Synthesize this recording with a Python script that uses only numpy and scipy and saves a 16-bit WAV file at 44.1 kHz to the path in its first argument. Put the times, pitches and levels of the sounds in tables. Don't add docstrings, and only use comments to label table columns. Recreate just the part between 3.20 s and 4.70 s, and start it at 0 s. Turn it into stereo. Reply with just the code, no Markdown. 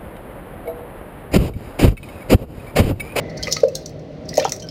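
import sys
import numpy as np
from scipy import signal
from scipy.fft import rfft, irfft, next_fast_len
from scipy.io import wavfile

SR = 44100
rng = np.random.default_rng(int(sys.argv[2]) if len(sys.argv) > 2 else 0)


def generate_wav(signal):
    frames = np.transpose(np.atleast_2d(signal))
    scaled = np.clip(frames, -1, 1) * 32767
    pcm = np.round(scaled).astype(np.int16)
    wavfile.write(sys.argv[1], SR, pcm)


def voltage_ratio(level):
    return 10 ** (np.asarray(level, float) / 20)


N = 66150

# f/Hz, level/dB
PORT_DIFFERENCE = [(500, -0.5), (2500, -3), (4300, -1), (6000, -15), (8000, 3.5), (11000, -1), (14000, 0)]
PORT_SIGN = np.array([[1], [-1]])


def rms_one(x):
    return x / np.sqrt(np.mean(x ** 2) + 1e-20)


def in_time(rows):
    return np.interp(np.arange(N) / SR, *np.transpose(rows))


def at_hz(points, hz):
    p = np.array(points, float)
    return np.interp(np.log(hz + 1), np.log(p[:, 0] + 1), p[:, 1])


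def ring(x, hz, t60_s):
    r = voltage_ratio(-60 / (t60_s * SR))
    w = 2 * np.pi * hz / SR
    return signal.lfilter([0, np.sin(w)], [1, -2 * r * np.cos(w), r * r], x + 1e-18)


def add(out, x, t_s):
    i = int(t_s * SR)
    out[..., i:i + x.shape[-1]] += x[..., :N - i]


def colour(x, points):
    hz = np.fft.rfftfreq(x.shape[-1], 1 / SR)
    return irfft(rfft(x) * voltage_ratio(at_hz(points, hz)), x.shape[-1])


def rattle(t, length_s):
    common, apart, uneven = rng.standard_normal((3, len(t)))
    u = t / max(length_s, 5e-4)
    envelope = u ** 0.5 * np.exp(-u ** 2)
    burst = (common + 0.39 * apart * PORT_SIGN) * np.abs(uneven) * envelope
    return burst / np.sqrt(np.sum(burst ** 2))


def hum():
    # t/s, level/dB
    hum_level = [(0, -28.5), (.36, -33.5), (.9, -34), (1.09, -31), (1.5, -33.5)]
    # f/Hz, level/dB
    hum_colour = [(15, -29), (25, -14), (92, 1), (463, -3), (591, -1.5), (659, -6.5), (796, -19),
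                  (4140, -28.5), (16000, -72)]
    # f/Hz, width/Hz, level/dB
    hum_peaks = [(58.4, 7.9, 7.8), (155.4, 18.8, 11.2), (275.6, 10, 6.1), (461, 23, 4.3), (620, 21, 7.6),
                 (772, 65, 8.6)]
    # f/Hz, correlation/1
    likeness = [(60, .98), (180, .995), (400, .93), (800, .75), (1400, -.1), (15000, 0)]
    hz = np.fft.rfftfreq(N, 1 / SR)
    db = at_hz(hum_colour, hz)
    for f, width, peak_db in hum_peaks:
        db = db + peak_db / (1 + (2 * (hz - f) / width) ** 2)
    mid, side = rfft(rng.standard_normal((2, N))) * voltage_ratio(db)
    alike = np.clip(at_hz(likeness, hz), -1, 1)
    pair = np.sqrt(1 + alike) * mid + np.sqrt(1 - alike) * side * PORT_SIGN
    pair = pair * voltage_ratio(at_hz(PORT_DIFFERENCE, hz) / 2 * PORT_SIGN)
    return voltage_ratio(in_time(hum_level) - 0.5) * rms_one(irfft(pair, N))


def trickle():
    # t/s, level/dB
    flow = [(0, -63), (.16, -56), (.25, -40.5), (.4, -40), (.47, -56), (.62, -50.5), (.75, -63.5),
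            (1.05, -65), (1.15, -42.5), (1.2, -36.5), (1.27, -42.5), (1.36, -58), (1.45, -63), (1.5, -46)]
    # f/Hz, level/dB
    crackle_colour = [(900, -12.5), (2600, -14), (4200, -1), (5800, -7), (7200, -16), (11500, -18),
                      (15500, -19)]
    grains_per_s, spread_db, pitches = 6000, 2.5, 24
    sizes = voltage_ratio(spread_db * np.minimum(rng.exponential(1, N), 5)) * rng.choice([-1, 1], N)
    grains = sizes * (rng.random(N) < grains_per_s / SR)
    dealt = rng.integers(0, pitches, N)
    body = np.zeros(N)
    for k, hz in enumerate(np.geomspace(1100, 15000, num=pitches)):
        body += ring(grains * (dealt == k), hz, 25 / hz) * hz ** 0.5
    return voltage_ratio(in_time(flow)) * rms_one(colour(body, crackle_colour))


def rub():
    # t/s, level/dB
    rub_level = [(0, -43), (.3, -42), (.45, -60.5), (1.09, -56.5), (1.13, -42), (1.2, -50), (1.5, -80)]
    hz, t60_s, level_db = 2000, 0.006, -3
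    friction = ring(rng.standard_normal(N), hz, t60_s)
    return voltage_ratio(in_time(rub_level) + level_db) * rms_one(ring(friction, hz, t60_s))


def taps():
    # t/s, peak level/dB, f/Hz, t60/s
    ladle_taps = [(0.191, -28.5, 1539, 0.13), (.271, -15.5, 2050, 0.036), (.279, -23, 1250, 0.06),
                  (0.365, -21.5, 1264, 0.054), (0.367, -19, 2200, 0.007), (.435, -28, 1080, 0.025),
                  (.485, -39.5, 2624, 0.071), (.555, -31, 1566, 0.082), (1.131, -30.5, 1980, 0.051),
                  (1.181, -26, 2500, 0.013), (1.198, -21, 1835, 0.041), (1.24, -21.5, 2730, 0.02),
                  (1.252, -15, 1310, 0.0216), (1.293, -31.5, 2640, 0.036), (1.211, -25, 1390, 0.021),
                  (1.3215, -23, 2080, 0.007), (1.435, -32.5, 1535, 0.18)]
    # t/s, peak level/dB, f/Hz, t60/s
    spatter = [(.081, -36, 983, 0.017), (.229, -23, 3116, 0.041), (.243, -22.5, 3330, 0.025),
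               (.281, -22, 2250, .015), (.434, -19.5, 720, 0.022), (1.172, -22, 1910, 0.013),
               (1.19, -26, 3000, .015), (1.197, -23.5, 2400, 0.048), (1.198, -21, 3170, 0.021),
               (1.219, -26, 1360, 0.015), (1.222, -24, 3570, 0.042), (1.226, -26, 2620, .02),
               (1.232, -22, 3370, 0.031), (1.247, -21.5, 3140, 0.022), (1.252, -26.5, 2690, 0.03),
               (1.262, -24.5, 3390, 0.059), (1.322, -26, 1380, 0.022), (1.4226, -28, 3105, 0.033),
               (1.488, -29.5, 3210, 0.041)]
    # f/Hz, level/dB
    ladle_modes = [(1215, -12.5), (2050, -11.5), (2390, -8.5), (2700, -10)]
    contact_s, mode_t60_s, mode_spread_db, level_db = 0.0026, 0.02, 2.0, -9
    out, t = np.zeros((2, N)), np.arange(SR // 5) / SR
    for t_s, db, hz, t60_s in list(ladle_taps) + list(spatter):
        burst = rattle(t, contact_s)
        own = ring(burst, hz, t60_s)
        body = own / np.std(own[:, :SR // 100])
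        for mode_hz, mode_db in ladle_modes:
            gain = voltage_ratio(mode_db + rng.normal(0, mode_spread_db))
            body = body + gain * ring(burst, mode_hz, mode_t60_s)
        add(out, voltage_ratio(db + level_db) * body, t_s - 0.001)
    return out


def splats():
    # t/s, peak level/dB, f/Hz, length/s, brightness/dB
    first_splats = [(0.0962, -34.5, 4270, 0.0088, -37), (0.17, -32, 4800, 0.0075, -27),
                    (0.1757, -26.5, 5900, 0.0056, -43), (0.2277, -16, 4370, 0.0026, -29.5),
                    (0.2335, -12, 4540, 0.0026, -41.5), (0.2425, -37, 3630, 0.0042, -21),
                    (0.2705, -24.5, 5540, 0.0056, -18), (0.279, -26, 5620, 0.0041, -18),
                    (0.29, -28, 5300, 0.0045, -9), (0.3107, -18, 5300, 0.0097, -12),
                    (0.317, -16.5, 5300, 0.0078, -25), (0.3252, -3.5, 5570, 0.0024, -23.5),
                    (0.329, -9.5, 5750, 0.0033, -29.5), (0.335, -38, 4380, 0.0023, -23),
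                    (0.3646, -14.5, 4430, 0.006, -26), (0.4035, -27, 5970, 0.0053, -15),
                    (0.4345, -28, 3870, 0.006, -19), (0.483, -32, 5720, 0.0054, -3),
                    (0.5495, -30, 5960, 0.003, -13), (0.5535, -11.5, 4290, 0.0035, -4.5),
                    (0.6597, -20, 6010, 0.0036, -13), (0.6935, -37.5, 4370, 0.004, -1),
                    (0.793, -43, 5630, 0.0052, -15.5)]
    # t/s, peak level/dB, f/Hz, length/s, brightness/dB
    second_splats = [(1.054, -41, 5700, 0.0063, -19), (1.084, -36, 4730, 0.0065, -33),
                     (1.0899, -18, 4820, 0.0053, -14), (1.14, -19.5, 5100, 0.0041, -13),
                     (1.1541, -21.5, 5270, 0.0073, -3), (1.1723, -11.5, 6430, 0.0037, -32.5),
                     (1.1795, -18.5, 5630, 0.0017, 3.5), (1.1966, -14.5, 5650, 0.0054, -31),
                     (1.2225, -31, 6250, 0.0055, -22), (1.2462, -17.5, 6100, 0.0022, -28.5),
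                     (1.2515, -22, 5600, 0.0049, -26), (1.283, -31, 5040, 0.0042, -3),
                     (1.2945, -21, 5700, 0.0037, -3), (1.3212, -8, 5650, 0.0015, -8.5),
                     (1.3622, -33.5, 5450, 0.0051, 3.5), (1.3967, -29, 6070, 0.0082, -17),
                     (1.4215, -26.5, 3130, 0.0085, -19), (1.4684, -38.5, 4800, 0.0054, -10),
                     (1.4881, -23, 5270, 0.0014, -41)]
    # f/Hz, level/dB
    funnel_modes = [(3900, -19.5), (4350, -6.5), (4900, -20.5), (5400, -4), (5800, -20), (6200, -26),
                    (7100, -45.5)]
    # f/Hz, level/dB
    crack_colour = [(3000, -20.5), (4300, -13.5), (6000, -10.5), (8000, -7.5), (10500, -20), (11800, -11),
                    (13500, -20), (16000, -11.5)]
    funnel_t60_s, own_t60_s, detune, mode_spread_db = 0.008, 0.007, 0.03, 2.4
    level_db, crack_db, spray_db, spray_s = -2.5, 6, -11, 0.02
    onset = SR // 160
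    out, t = np.zeros((2, N)), np.arange(SR // 8) / SR
    for t_s, db, hz, length_s, bright_db in list(first_splats) + list(second_splats):
        burst = rattle(t, length_s)
        body = ring(burst, hz, own_t60_s)
        for mode_hz, mode_db in funnel_modes:
            level_draw, pitch_draw = rng.standard_normal(2)
            gain = voltage_ratio(mode_db + mode_spread_db * level_draw)
            body = body + gain * ring(burst, mode_hz * (1 + detune * pitch_draw), funnel_t60_s)
        snap = rattle(t, length_s)
        spray = voltage_ratio(spray_db) * rng.standard_normal((2, len(t)))
        spray = spray * np.exp(-t / spray_s) * np.minimum(t / 0.0009, 1)
        crack = colour(snap / np.std(snap[:, :onset]) + spray, crack_colour)
        splat = body / np.std(body[:, :onset]) / 2 + voltage_ratio(crack_db + bright_db) * crack
        add(out, voltage_ratio(db + level_db) * splat, t_s - 0.001)
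    return signal.sosfilt(signal.butter(6, 3520, "high", fs=SR, output="sos"), out)


def plops():
    # t/s, peak level/dB, f/Hz, push length/s
    plop_pushes = [(0.179, -31, 60.5, 0.084), (1.10, -28.5, 160, 0.03), (1.176, -26.5, 315, 0.014),
                   (.279, -24, 537, 0.011), (0.365, -25.5, 606, 0.007), (.4325, -2.5, 541, 0.0095),
                   (0.473, -15, 556.5, 0.013), (0.515, -31, 514, 0.03), (1.174, -15, 630, 0.016),
                   (1.1785, 1.5, 630.5, 0.0065), (1.181, -15.5, 957, 0.0097), (1.187, -15, 780, 0.0063),
                   (1.1916, -10.5, 620, 0.0074), (1.21, -15.5, 620, 0.0038), (1.218, -16.5, 601, 0.02),
                   (1.275, -13, 876, 0.0046), (1.2505, -0.5, 876, 0.00476), (1.2553, -8.5, 800, 0.0055),
                   (1.249, -19, 461, 0.0133)]
    # f/Hz, level/dB, t60/s
    air_modes = [(315, -28.5, 0.15), (453, -12, 0.24), (475.1, 1, 0.085), (533, -3, 0.2), (585.7, -5, 0.12),
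                 (612, -7, 0.12), (651, -0.5, 0.047), (819, -3, 0.067), (932, 0.5, 0.032)]
    # t/s, level/dB
    jar_drive = [(0.6, -43), (1.1, -44.5), (1.24, -51)]
    push = np.zeros(N)
    for t_s, db, hz, length_s in plop_pushes:
        t = np.arange(int(length_s * SR)) / SR
        envelope = np.sin(np.pi * t / length_s) ** 1.03
        add(push, voltage_ratio(db) * envelope * np.sin(2 * np.pi * hz * t), t_s)
    drive = push * voltage_ratio(in_time(jar_drive))
    return 0.63 * push + sum(voltage_ratio(db) * ring(drive, hz, t60_s) for hz, db, t60_s in air_modes)


def kitchen(x):
    room_t60_s, room_db, treble_t60_s, treble_db = 0.16, -3.5, 0.064, 3.5
    left_leads_s, bass_lag_share = 0.0004344, 0.61
    size = next_fast_len(N + SR)
    hz, t = np.fft.rfftfreq(size, 1 / SR), np.arange(SR // 2) / SR

    def above(corner_hz, order):
        return 1 / (1 + (corner_hz / (hz + 1)) ** order)

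    treble = above(7000, 4)
    tail = rng.standard_normal((2, len(t))) * np.minimum(t / 0.004, 1) / np.sqrt(SR / 60)
    wet = rfft(tail * voltage_ratio(-60 * t / room_t60_s), size) * (1 - treble)
    wet = wet + rfft(tail * voltage_ratio(-60 * t / treble_t60_s), size) * treble * voltage_ratio(treble_db)
    apart = bass_lag_share * above(500, 5) + (1 - bass_lag_share) * above(1600, 6)
    side = PORT_SIGN / 2
    direct = np.exp(2j * np.pi * hz * left_leads_s * side * apart)
    ports = voltage_ratio(side * at_hz(PORT_DIFFERENCE, hz)) * (direct + voltage_ratio(room_db) * wet * above(800, 4))
    return irfft(rfft(x, size) * ports, size)[:, :N]


def scene():
    near = trickle() + rub() + taps() + splats() + plops()
    return hum() + kitchen(near)


def top_cut(x):
    return signal.sosfilt(signal.butter(12, 16730, fs=SR, output="sos"), x)


def record(dry):
    low_pass = signal.cheby2(10, 50, 16800, fs=SR, output="sos")
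    mix = signal.sosfilt(low_pass, np.clip(dry, -1, 1))
    return top_cut(mix)


dry = scene()
out = record(dry)
generate_wav(out)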